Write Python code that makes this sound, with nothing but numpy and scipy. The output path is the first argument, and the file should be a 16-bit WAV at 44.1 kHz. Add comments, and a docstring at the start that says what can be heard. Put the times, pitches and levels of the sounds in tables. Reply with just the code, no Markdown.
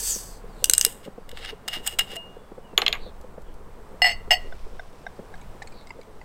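"""A glass bottle of fizzy drink is opened at a wooden garden table. Gas hisses from under the metal cap
over a brief low drone, the seal snaps, and the cap grinds up its thread, lifts off and bounces on the
planks. A tumbler ticks as it is lifted, the neck chatters against it twice, then the drink glugs out,
dripping and fizzing. Throughout, barbecue flames flutter, air stirs at the microphone, small birds
call far off and fences answer faintly."""
import sys
import numpy as np
from scipy import signal
from scipy.fft import rfft, irfft, next_fast_len
from scipy.io import wavfile
from scipy.ndimage import map_coordinates

SR = 44100
rng = np.random.default_rng(int(sys.argv[2]) if len(sys.argv) > 2 else 0)


def generate_wav(signal):
    """Clip the signal to [-1, 1] and save it as 16-bit WAV at the path in sys.argv[1]."""
    frames = np.transpose(np.atleast_2d(signal))
    scaled = np.clip(frames, -1, 1) * 32767
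    pcm = np.round(scaled).astype(np.int16)
    wavfile.write(sys.argv[1], SR, pcm)


N = 275184
TIME = np.arange(N) / SR  # the scene's clock [s]
T = np.arange(SR // 2) / SR  # one event's clock [s]

# the bottle's ringing modes: (frequency [Hz], level [dB], t60 [s])
BOTTLE_MODES = [(668, -1, .15), (2842, 0, .4), (4070, -17, .08), (5180, -22, .08), (8450, -14, .05)]


def amp(db):
    """Decibels to gain."""
    return 10 ** (np.asarray(db) / 20)


def unit(x):
    """Scale to rms 1."""
    return x / np.sqrt(np.mean(x ** 2) + 1e-20)


def along(points, hz):
    """Read (Hz, value) points on a log frequency axis."""
    f, v = np.transpose(points)
    return np.interp(np.log(hz + 1), np.log(f + 1), v)


def curve(rows):
    """One value per sample from (s, value) rows."""
    return np.interp(TIME, *np.transpose(rows))


def wobble(rate, size=N):
    """A smooth random curve, rate knots a second."""
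    knots = rng.standard_normal(int(size * rate / SR) + 4)
    return map_coordinates(knots, [np.arange(size) * rate / SR])


def filtered(x, response):
    """x through a complex frequency response."""
    m = next_fast_len(len(x) + SR // 2)
    return irfft(rfft(x, m) * response(np.fft.rfftfreq(m, 1 / SR)), m)[:len(x)]


def coloured(x, spectrum):
    """x with a (Hz, dB) colour, at rms 1."""
    return unit(filtered(x, lambda hz: amp(along(spectrum, hz))))


def resonate(x, peaks):
    """x through (Hz, width Hz, dB) resonances of alternating polarity."""
    return filtered(x, lambda f: sum(
        (-1) ** k * amp(db) * 1j * f * width / (hz * hz - f * f + 1j * f * width)
        for k, (hz, width, db) in enumerate(peaks)))


def highpass(x, edge_hz):
    """Small things radiate little bass."""
    return signal.sosfilt(signal.butter(4, edge_hz, "high", fs=SR, output="sos"), x)


def lowpass(x, edge_hz):
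    """A contact of finite length has little top."""
    return signal.sosfilt(signal.butter(2, edge_hz, fs=SR, output="sos"), x)


def sweep(hz):
    """The running phase of a gliding pitch."""
    return 2 * np.pi * np.cumsum(hz) / SR


def ring(modes):
    """Free ringing of (Hz, dB, t60) modes."""
    return sum(amp(db - 60 * T / t60) * np.sin(2 * np.pi * hz * T) for hz, db, t60 in modes)


def burst(t60):
    """Noise that starts at once and dies away."""
    return amp(-60 * T / t60) * rng.standard_normal(len(T))


def unit_hit(x):
    """Scale a hit to the energy of one millisecond at full level."""
    return x / np.sqrt(np.sum(x ** 2) * 1000 / SR)


def attack(rise_s):
    """A softened onset."""
    return 1 - np.exp(-T / rise_s)


def arch(length):
    """A smooth swell and fall."""
    return np.sin(np.pi * np.minimum(T / length, 1))


def add(track, s, x):
    """Mix x into the track at s seconds."""
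    start = max(round(s * SR), 0)
    track[start:start + len(x)] += x[:N - start]


def grit(spike_db, size=N):
    """Tiny random impacts; spike_db gathers them into loud and soft clumps."""
    impacts = rng.standard_normal(size) * (rng.random(size) < 4000 / SR)
    return impacts * amp(spike_db * np.clip(wobble(350, size), -2, 2))


def garden(x):
    """A faint scatter from fences and walls."""
    # the scatter's decay: (frequency [Hz], t60 [s])
    decay = [(300, 0.28), (2500, 0.39), (5000, 0.17), (9000, .33), (15000, 0.28)]
    hz, t, noise = signal.stft(rng.standard_normal(SR), SR, nperseg=256)
    tail = signal.istft(noise * amp(-60 * t / along(decay, hz)[:, None]), SR, nperseg=256)[1]
    answer = np.zeros(N)
    add(answer, .008, amp(-21) * tail / np.linalg.norm(tail))
    return signal.fftconvolve(x, answer)[:N]


def air():
    """The hush of the garden, gusts on the microphone and a low drone that sags and soon fades."""
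    # colours of the hush and of the wind's rumble: (frequency [Hz], level [dB])
    hush_colour = [(50, -6.5), (90, -1.5), (200, -5), (300, -12.5), (470, -9.5), (700, -8.5), (1000, -9.5),
                   (1600, -17.5), (2600, -26), (4200, -30.5), (6800, -34.5), (8200, -31), (10500, -38),
                   (16000, -37.5)]
    buffet_colour = [(4, -7), (10, -5.5), (18, -8), (30, -18.5), (60, -22.5), (120, -44), (300, -81.5)]
    # gusts: (peak time [s], level [dB], half width [s])
    gusts = [(1.38, -39, 0.11), (1.92, -39, 0.13), (3.05, -37, 0.25), (3.6, -37, .2), (4.17, -32, 0.16),
             (4.55, -32.5, 0.26), (5.6, -44, 0.32), (6.24, -40, 0.063)]
    hush = amp(-50 + 1.3 * wobble(2)) * coloured(rng.standard_normal(N), hush_colour)
    wind = amp(-45.5) + sum(amp(db) * np.exp(-((TIME - s) / width) ** 2) for s, db, width in gusts)
    buffet = wind * amp(-1 + 2 * wobble(16)) * coloured(rng.standard_normal(N), buffet_colour)
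    drone_hz = 31 + 12 * np.exp(-TIME / .25)
    drone_db = -40.5 - 54 * np.maximum(TIME - 0.78, 0)
    return hush + buffet + amp(drone_db) * np.sin(sweep(drone_hz))


def birds():
    """Falling chirps, blurred by distance."""
    # chirps: (time [s], length [s], start pitch [Hz], end pitch [Hz], level [dB], blur [Hz])
    chirps = [(0.47, 0.1, 4970, 4130, -68, 81), (0.536, 0.16, 4200, 3660, -59.5, 580),
              (1.194, 0.074, 4900, 4420, -69, 61), (1.326, 0.14, 4110, 3570, -55, 590),
              (2.242, .37, 3500, 3360, -71, 39.9), (2.597, 0.16, 3080, 2630, -63, 49.8),
              (2.985, 0.13, 4400, 3730, -52.5, 505), (3.439, 0.11, 3206, 3040, -64.5, 350),
              (5.702, 0.16, 4530, 3820, -58, 504)]
    out = np.zeros(N)
    for s, length, start_hz, end_hz, db, blur_hz in chirps:
        phase = sweep(np.interp(T, [0, length], [start_hz, end_hz]))
        call = wobble(2 * blur_hz, len(T)) * np.sin(phase) + wobble(2 * blur_hz, len(T)) * np.cos(phase)
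        tail = amp(-18 - 60 * T / .7) * arch(T[-1])
        add(out, s, amp(db) * call * (arch(length) + tail))
    return out


def flames():
    """Burning coals puff softly over an irregular flutter."""
    # the flutter's colour: (frequency [Hz], level [dB])
    flutter_colour = [(90, -20.5), (190, -0.5), (300, -6), (460, 3.5), (650, -11.5), (1200, -36.5),
                      (3000, -72)]
    # the main puffs of flame: (time [s], level [dB])
    puffs = [(.159, -32), (.437, -35.5), (.621, -31.5), (.863, -28.5), (1.075, -27.5), (1.176, -30.5),
             (1.526, -30), (1.766, -34.5), (2.515, -32), (2.578, -31), (2.728, -33), (3.07, -38),
             (3.376, -30.5), (4.663, -35.5), (5.19, -28.5), (5.986, -35.5)]
    out = amp(-55 + 4.7 * np.clip(wobble(32), -2, 2)) * coloured(rng.standard_normal(N), flutter_colour)
    stray_puffs = [(s, -34) for s in rng.uniform(0, TIME[-1], size=8)]
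    for s, db in puffs + stray_puffs:
        hz = 472 * (1 + 0.02 * rng.normal())
        puff = resonate(arch(0.013) * rng.standard_normal(len(T)), [(190, 50, -4), (hz, 90, 0)])
        add(out, s - .002, amp(db + 4.5) * unit_hit(lowpass(puff, 1100)))
    return out


def handling():
    """The tumbler ticks against the table and the fingers as it is lifted."""
    # light touches: (time [s], level [dB])
    ticks = [(3.2121, -43), (3.4186, -48), (3.5403, -47)]
    # a tick's resonances: (frequency [Hz], width [Hz], level [dB])
    tick_peaks = [(4200, 1450, -1), (7970, 2000, 0.5), (12500, 2500, -5.5)]
    out = np.zeros(N)
    for s, db in ticks:
        add(out, s, amp(db - 5) * unit_hit(resonate(burst(.025), tick_peaks)))
    return out


def gas():
    """The jet under the cap; one whistling resonance swells, then sinks as the pressure falls."""
    # the escape's envelope: (time [s], level [dB])
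    escape = [(0.0, -28.5), (0.014, -31), (0.078, -25), (0.128, -29), (0.26, -44), (0.348, -52.5),
              (0.45, -65)]
    # the jet's colour: (frequency [Hz], level [dB])
    jet_colour = [(530, -52.5), (900, -21.5), (1150, -29.5), (1750, -18), (2120, -26), (3550, -15.5),
                  (4050, -24.5), (4520, -7.5), (5550, -15), (6110, -4.5), (7060, -11.5), (7860, -7),
                  (10400, -15), (12300, -14), (16000, -19.5)]
    # the whistle in the gap: (time [s], pitch [Hz], level within the hiss [dB])
    glide = [(0, 7980, -12), (.085, 7980, -0.5), (.145, 6210, 2.5), (.22, 5340, -20), (.35, 4580, -5)]
    jet = coloured(rng.standard_normal(N), jet_colour)
    whistle_hz = curve([(s, hz) for s, hz, db in glide])
    whistle_db = curve([(s, db) for s, hz, db in glide])
    whistle = amp(whistle_db) * unit(wobble(1400) * np.sin(sweep(whistle_hz)))
    cavity = unit(resonate(rng.standard_normal(N), [(8000, 260, 0)]))
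    flow = amp(curve(escape) - 1.4 + 0.71 * wobble(120)) * curve([(.37, 0.98), (.44, 0.05)])
    return flow * (amp(-0.5) * jet + whistle + amp(-6.5) * cavity)


def rub(force, skirt_share):
    """Friction shared between the glass thread and the cap's thin, shrill skirt."""
    # resonances of thread and skirt: (frequency [Hz], width [Hz], level [dB])
    thread_peaks = [(766, 86, -3.5), (1248, 185, -7), (1930, 570, -2), (2370, 400, -4.5), (2750, 280, -2),
                    (3800, 820, -6), (4650, 200, -7), (5070, 400, -12), (8320, 1200, -17.5)]
    skirt_peaks = [(2968, 370, -7), (5200, 440, -9), (6870, 640, -1), (8150, 660, 4), (9500, 500, -2.5),
                   (10400, 1200, -9.5), (12700, 1000, -4.5), (15200, 790, -9)]
    rasp = unit(resonate(force, thread_peaks))
    skirt = unit(resonate(force, skirt_peaks))
    return np.sqrt(1 - skirt_share) * rasp + np.sqrt(skirt_share) * skirt


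def thread():
    """The cap grinds up the thread, damping the neck until it lifts off and the bottle rings on."""
    # twists of the wrist: (peak time [s], level [dB], swell [s], release [s], skirt share [0-1])
    strokes = [(.85, -31, 0.2, 0.12, .8), (1.048, -39.5, 0.025, 0.032, 0.28),
               (1.385, -43.5, .08, .12, 0.17), (1.452, -32.5, 0.088, 0.067, 0),
               (1.502, -29, 0.049, 0.018, 0.03), (1.737, -25.5, 0.039, 0.063, .12),
               (1.88, -27.5, 0.043, .025, .5), (1.924, -34.5, 0.046, .038, .45),
               (2.124, -36, 0.074, .085, .18)]
    # the thread catching and slipping: (time [s], level [dB], length [s], skirt share [0-1])
    slips = [(1.29, -43, 0.0072, .4), (1.312, -41.5, 0.0063, 0.16), (1.372, -35.5, 0.0078, 0),
             (1.443, -38.5, 0.011, 0), (1.678, -26, 0.01, .35), (1.863, -27, 0.02, 0.76),
             (1.986, -22, 0.0052, 0.4), (1.9887, -18, 0.0083, .4), (2.005, -30, .0081, 0),
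             (2.152, -39, .02, .5)]
    lift_s = 2.161
    out = np.zeros(N)
    for s, db, swell, release, skirt_share in strokes:
        effort_db = -20 * np.maximum((s - TIME) / swell, (TIME - s) / release)
        out += amp(db - 5 + effort_db) * rub(grit(spike_db=1.5), skirt_share)
    out *= np.clip((lift_s - TIME) / 0.013 + 1, 0, 1)
    for s, db, length, skirt_share in slips:
        grip = arch(length) + amp(-9.5 - 60 * T / 0.1)
        add(out, s, amp(db) * grip * rub(grit(spike_db=-3, size=len(T)), skirt_share))
    looseness_db = curve([(1.5, 5.5), (1.65, 16)])  # the neck rings more as the cap gives
    neck_peaks = [(2850, 26, 1.5), (4080, 50, -16), (5190, 50, -17), (8450, 80, -14)]
    out += resonate(out * amp(looseness_db), neck_peaks)
    add(out, lift_s, amp(-32.5) * ring(BOTTLE_MODES) * attack(.003))  # the fingers let go gently
    return highpass(out, 500)


def seal():
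    """Each bridge of the seal cracks, shaking the cap and setting the bottle ringing."""
    # bridges breaking: (time [s], level [dB], low shelf [dB], top shelf [dB])
    snaps = [(.642, -8, 4.5, 3), (0.6971, -5.5, -1, -4.5), (0.7352, -5, 4, -4.5), (0.7798, -5.5, -6.5, -15),
             (0.8115, -10, 2.5, -11), (0.8491, -5.5, 8, 5.5)]
    # the crack's resonances: (frequency [Hz], width [Hz], level [dB])
    crack_peaks = [(1472, 210, -12.5), (2920, 270, -5), (3823, 460, -9.5), (4940, 330, 0.5),
                   (6240, 637, -2), (8000, 660, 7.5), (9430, 470, -12.5), (10400, 837, -16.5),
                   (12970, 1600, -4), (13240, 800, -10.5), (16780, 600, -22.5)]
    out = np.zeros(N)
    for s, db, low_db, top_db in snaps:
        shelves = [(4500, low_db), (7500, 0), (12000, top_db)]
        peaks = [(hz * (1 + 0.021 * rng.normal()), width, level + along(shelves, hz))
                 for hz, width, level in crack_peaks]
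        tear = arch(0.0018) * burst(0.0067) + amp(-16.5) * burst(0.023)
        crack = highpass(unit_hit(resonate(tear, peaks)) + amp(-13) * unit_hit(tear), 1250)
        damped_ring = amp(db + low_db - 27 - 60 * T / 0.17) * ring(BOTTLE_MODES[1:])
        add(out, s, amp(db + 3.5) * crack + damped_ring)
        add(out, s + .0143, amp(db - 13.5) * crack)  # slap off a near surface
    return out


def cap():
    """The dropped cap clacks, rings thinly and knocks the planks at each bounce."""
    # bounces: (time [s], level [dB], planks [dB], plank tilt [dB/octave], cap ring [dB])
    bounces = [(2.7773, -7.5, 0.5, -1, 13.5), (2.8178, -17.5, 6, -2, -9), (2.8639, -12.5, 2.5, 4.5, -8),
               (2.8801, -13, -5, -2, 4.5), (2.927, -17, 2.5, 4.5, 9.5), (2.9507, -40, 20, 5, 18)]
    # resonances of the cap's shell and of the planks: (frequency [Hz], width [Hz], level [dB])
    shell_peaks = [(2050, 150, -2), (2560, 350, -3.5), (3230, 530, -1.5), (4130, 242, 1),
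                   (5300, 800, -22.5), (8750, 4500, -35)]
    plank_peaks = [(393, 110, -1.5), (486, 140, -1.5), (684, 200, 0), (830, 180, -1.5), (1160, 130, 0.5),
                   (1650, 150, -4.5), (2120, 290, -3.5), (2770, 290, -8)]
    # the cap's metallic ring: (frequency [Hz], level [dB], t60 [s])
    cap_modes = [(6760, -1, 0.04), (7040, -10.5, 0.066), (12500, -11.5, 0.064), (13100, -10, .05),
                 (14500, -16.5, .05)]
    out = np.zeros(N)
    for s, db, planks_db, tilt_db, ring_db in bounces:
        shell = [(hz * (1 + 0.0076 * rng.normal()), width, level) for hz, width, level in shell_peaks]
        strike = burst(0.012) + amp(-26) * burst(.055)
        clack = amp(5) * unit_hit(lowpass(resonate(strike, shell), 9400))
        wood = [(hz, width, level + tilt_db * np.log2(hz)) for hz, width, level in plank_peaks]
        knock = amp(planks_db - 4.5) * unit_hit(highpass(resonate(burst(0.1), wood), 330))
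        add(out, s, amp(db) * (clack + knock + amp(ring_db - 24) * ring(cap_modes)))
    return out


def glugs():
    """Each gulp of air into the neck rings briefly and sinks in pitch as it swells."""
    # gulps: (time [s], level [dB], nominal pitch [Hz])
    gulps = [(4.5238, -29, 1510), (4.7946, -24.5, 1557), (5.0654, -22, 1596), (5.3398, -31, 1637),
             (5.6193, -27, 1794), (5.905, -26.5, 2100), (6.2135, -36.5, 2000)]
    # the air pocket's modes: (pitch multiple [ratio], level [dB])
    pocket_modes = [(0.448, 0.5), (1.003, 3), (1.31, -7.5), (2.34, -12.5), (3.52, -19)]
    out = np.zeros(N)
    life = attack(0.00075) * np.exp(-(T / 0.0067) ** 2)
    for s, db, hz in gulps:
        phase = sweep(hz * (0.912 + 0.11 * np.exp(-T / 0.014)))
        pocket = sum(amp(level) * np.sin(multiple * phase) for multiple, level in pocket_modes)
        add(out, s, amp(db - 7.5) * life * pocket)
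    return out


def drips():
    """Drops plink in the tumbler, each splash ringing a small cavity."""
    # the clearest drops: (time [s], level [dB])
    drops = [(5.413, -43), (5.6226, -32.5), (5.6725, -35.5), (5.721, -42.5), (5.8694, -39), (5.892, -44),
             (6.0123, -42)]
    driplets = [(s, -50) for s in rng.uniform(5.28, 6.9, size=6)]
    out = np.zeros(N)
    for s, db in drops + driplets:
        hz = 2250 * (1 + 0.048 * rng.normal())
        cavity = [(hz, 90, 0), (hz * rng.uniform(1.44, 2.06), 200, -8),
                  (hz * rng.uniform(1.85, 3.1), 300, -10), (8000, 700, -12)]
        splash = lowpass(burst(0.032) * attack(0.00051), 7200)
        add(out, min(s, TIME[-1]), amp(db - 0.5) * unit_hit(resonate(splash, cavity)))
    return out


def fizz():
    """The first liquid foams on the dry glass, then settles to a simmer."""
    # the foam's colour: (frequency [Hz], level [dB])
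    foam_colour = [(1000, -24.5), (2200, 2.5), (3300, 0.5), (4500, -3), (5400, -.5), (6700, -8.5),
                   (8200, -8), (15000, -21)]
    age = TIME - 4.33
    foam = np.clip(age / .1, 0, 1) * amp(np.maximum(-59 - 8.5 * age, -69))
    return foam * coloured(grit(spike_db=0), foam_colour)


def rattle(hz, rough):
    """A mode whose phase is shaken by the sliding contact."""
    knots = np.linspace(0, T[-1], num=85)
    shake = np.interp(T, knots, rng.standard_normal(len(knots)))
    return np.sin(2 * np.pi * hz * T + rough * attack(0.0026) * shake)


def contacts(flight, shortest, chatter):
    """Contact times in a chatter: each flight is shorter than the last, down to a steady buzz."""
    flights = np.maximum(flight * .589 ** np.arange(20), shortest)
    times = np.append(0, np.cumsum(flights))
    return times[times < chatter]


def clinks():
    """The neck bounces ever faster on the rim, buzzing at each contact; at rest it damps the glass."""
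    # the neck meets the rim: (time [s], level [dB], first flight [s], shortest flight [s],
    # chatter length [s], at rest after [s], place [0 lip - 1 further in])
    touches = [(4.0188, -12.3, .02497, .00863, .105, .125, .03),
               (4.3073, -14.3, .00519, .0047, .034, .052, .96)]
    # neck and tumbler ringing: (frequency [Hz], t60 [s], level at the lip [dB], level further in [dB])
    glass_modes = [(723, .14, -10, -6), (1993, .15, 3.5, -4.5), (2068, .09, -13, -2), (2832, .13, -2, 1.5),
                   (4382, .2, -7.5, -19), (5180, .12, -5.5, -5), (765, .05, -9, -11), (1910, .07, -8, -7),
                   (2170, .05, -14, -10), (2570, .05, -20, -11), (2912, .07, -11, -10),
                   (3190, .06, -20, -11), (3680, .06, -26, -19), (4530, .17, -26, -11),
                   (5045, .06, -20, -11), (6300, .07, -32, -13), (7110, .1, -28, -23),
                   (7945, .11, -19, -15), (8050, .06, -28, -17), (11630, .05, -25, -31),
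                   (12340, .08, -26, -21), (13460, .05, -32, -29), (14550, .05, -35, -33)]
    slide_s, scatter_db, bounce_loss_db = 0.093, 1.2, 2.14
    # the free side of the glass rings on, faint and long
    after_ring = ring([(hz, lip, t60 * 3.4) for hz, t60, lip, deep in glass_modes])
    out = np.zeros(N)
    for s, db, flight, shortest, chatter, rest, first_place in touches:
        for k, late in enumerate(contacts(flight, shortest, chatter)):
            place = min(first_place + (late / slide_s) ** 3, 1)  # the contact slides inwards
            modes = [(hz, lip + place * (deep - lip) + rng.normal(0, scatter_db), t60)
                     for hz, t60, lip, deep in glass_modes]
            rough = .25 + .55 * place
            tones = sum(amp(level - 60 * T / t60) * rattle(hz, rough) for hz, level, t60 in modes)
            buzz_peaks = [(hz, 200, level) for hz, level, t60 in modes]
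            buzz = unit_hit(resonate(lowpass(burst(0.099), 14000), buzz_peaks))
            clink = tones * attack(0.00068) + amp(-9.5) * buzz
            damping = amp(-260 * np.maximum(late + T - rest, 0))
            add(out, s + late, amp(db + 1 - bounce_loss_db * k) * damping * clink)
        add(out, s, amp(db - 30.5) * after_ring)
    return highpass(out, 390)


def scene():
    """The bottle and tumbler up close, with the garden around them."""
    near = gas() + seal() + thread() + cap() + handling() + clinks() + glugs() + drips() + fizz()
    return (near + garden(near) + flames() + birds() + air())[None]


def record(dry):
    """Peaks clip at full scale, and a steep band limit cuts the very top."""
    top_hz = 15900
    clipped = np.clip(dry[0], -1, 1)
    return filtered(clipped, lambda hz: 1 / (1 + (hz / top_hz) ** 200))[None]


dry = scene()
out = record(dry)
generate_wav(out)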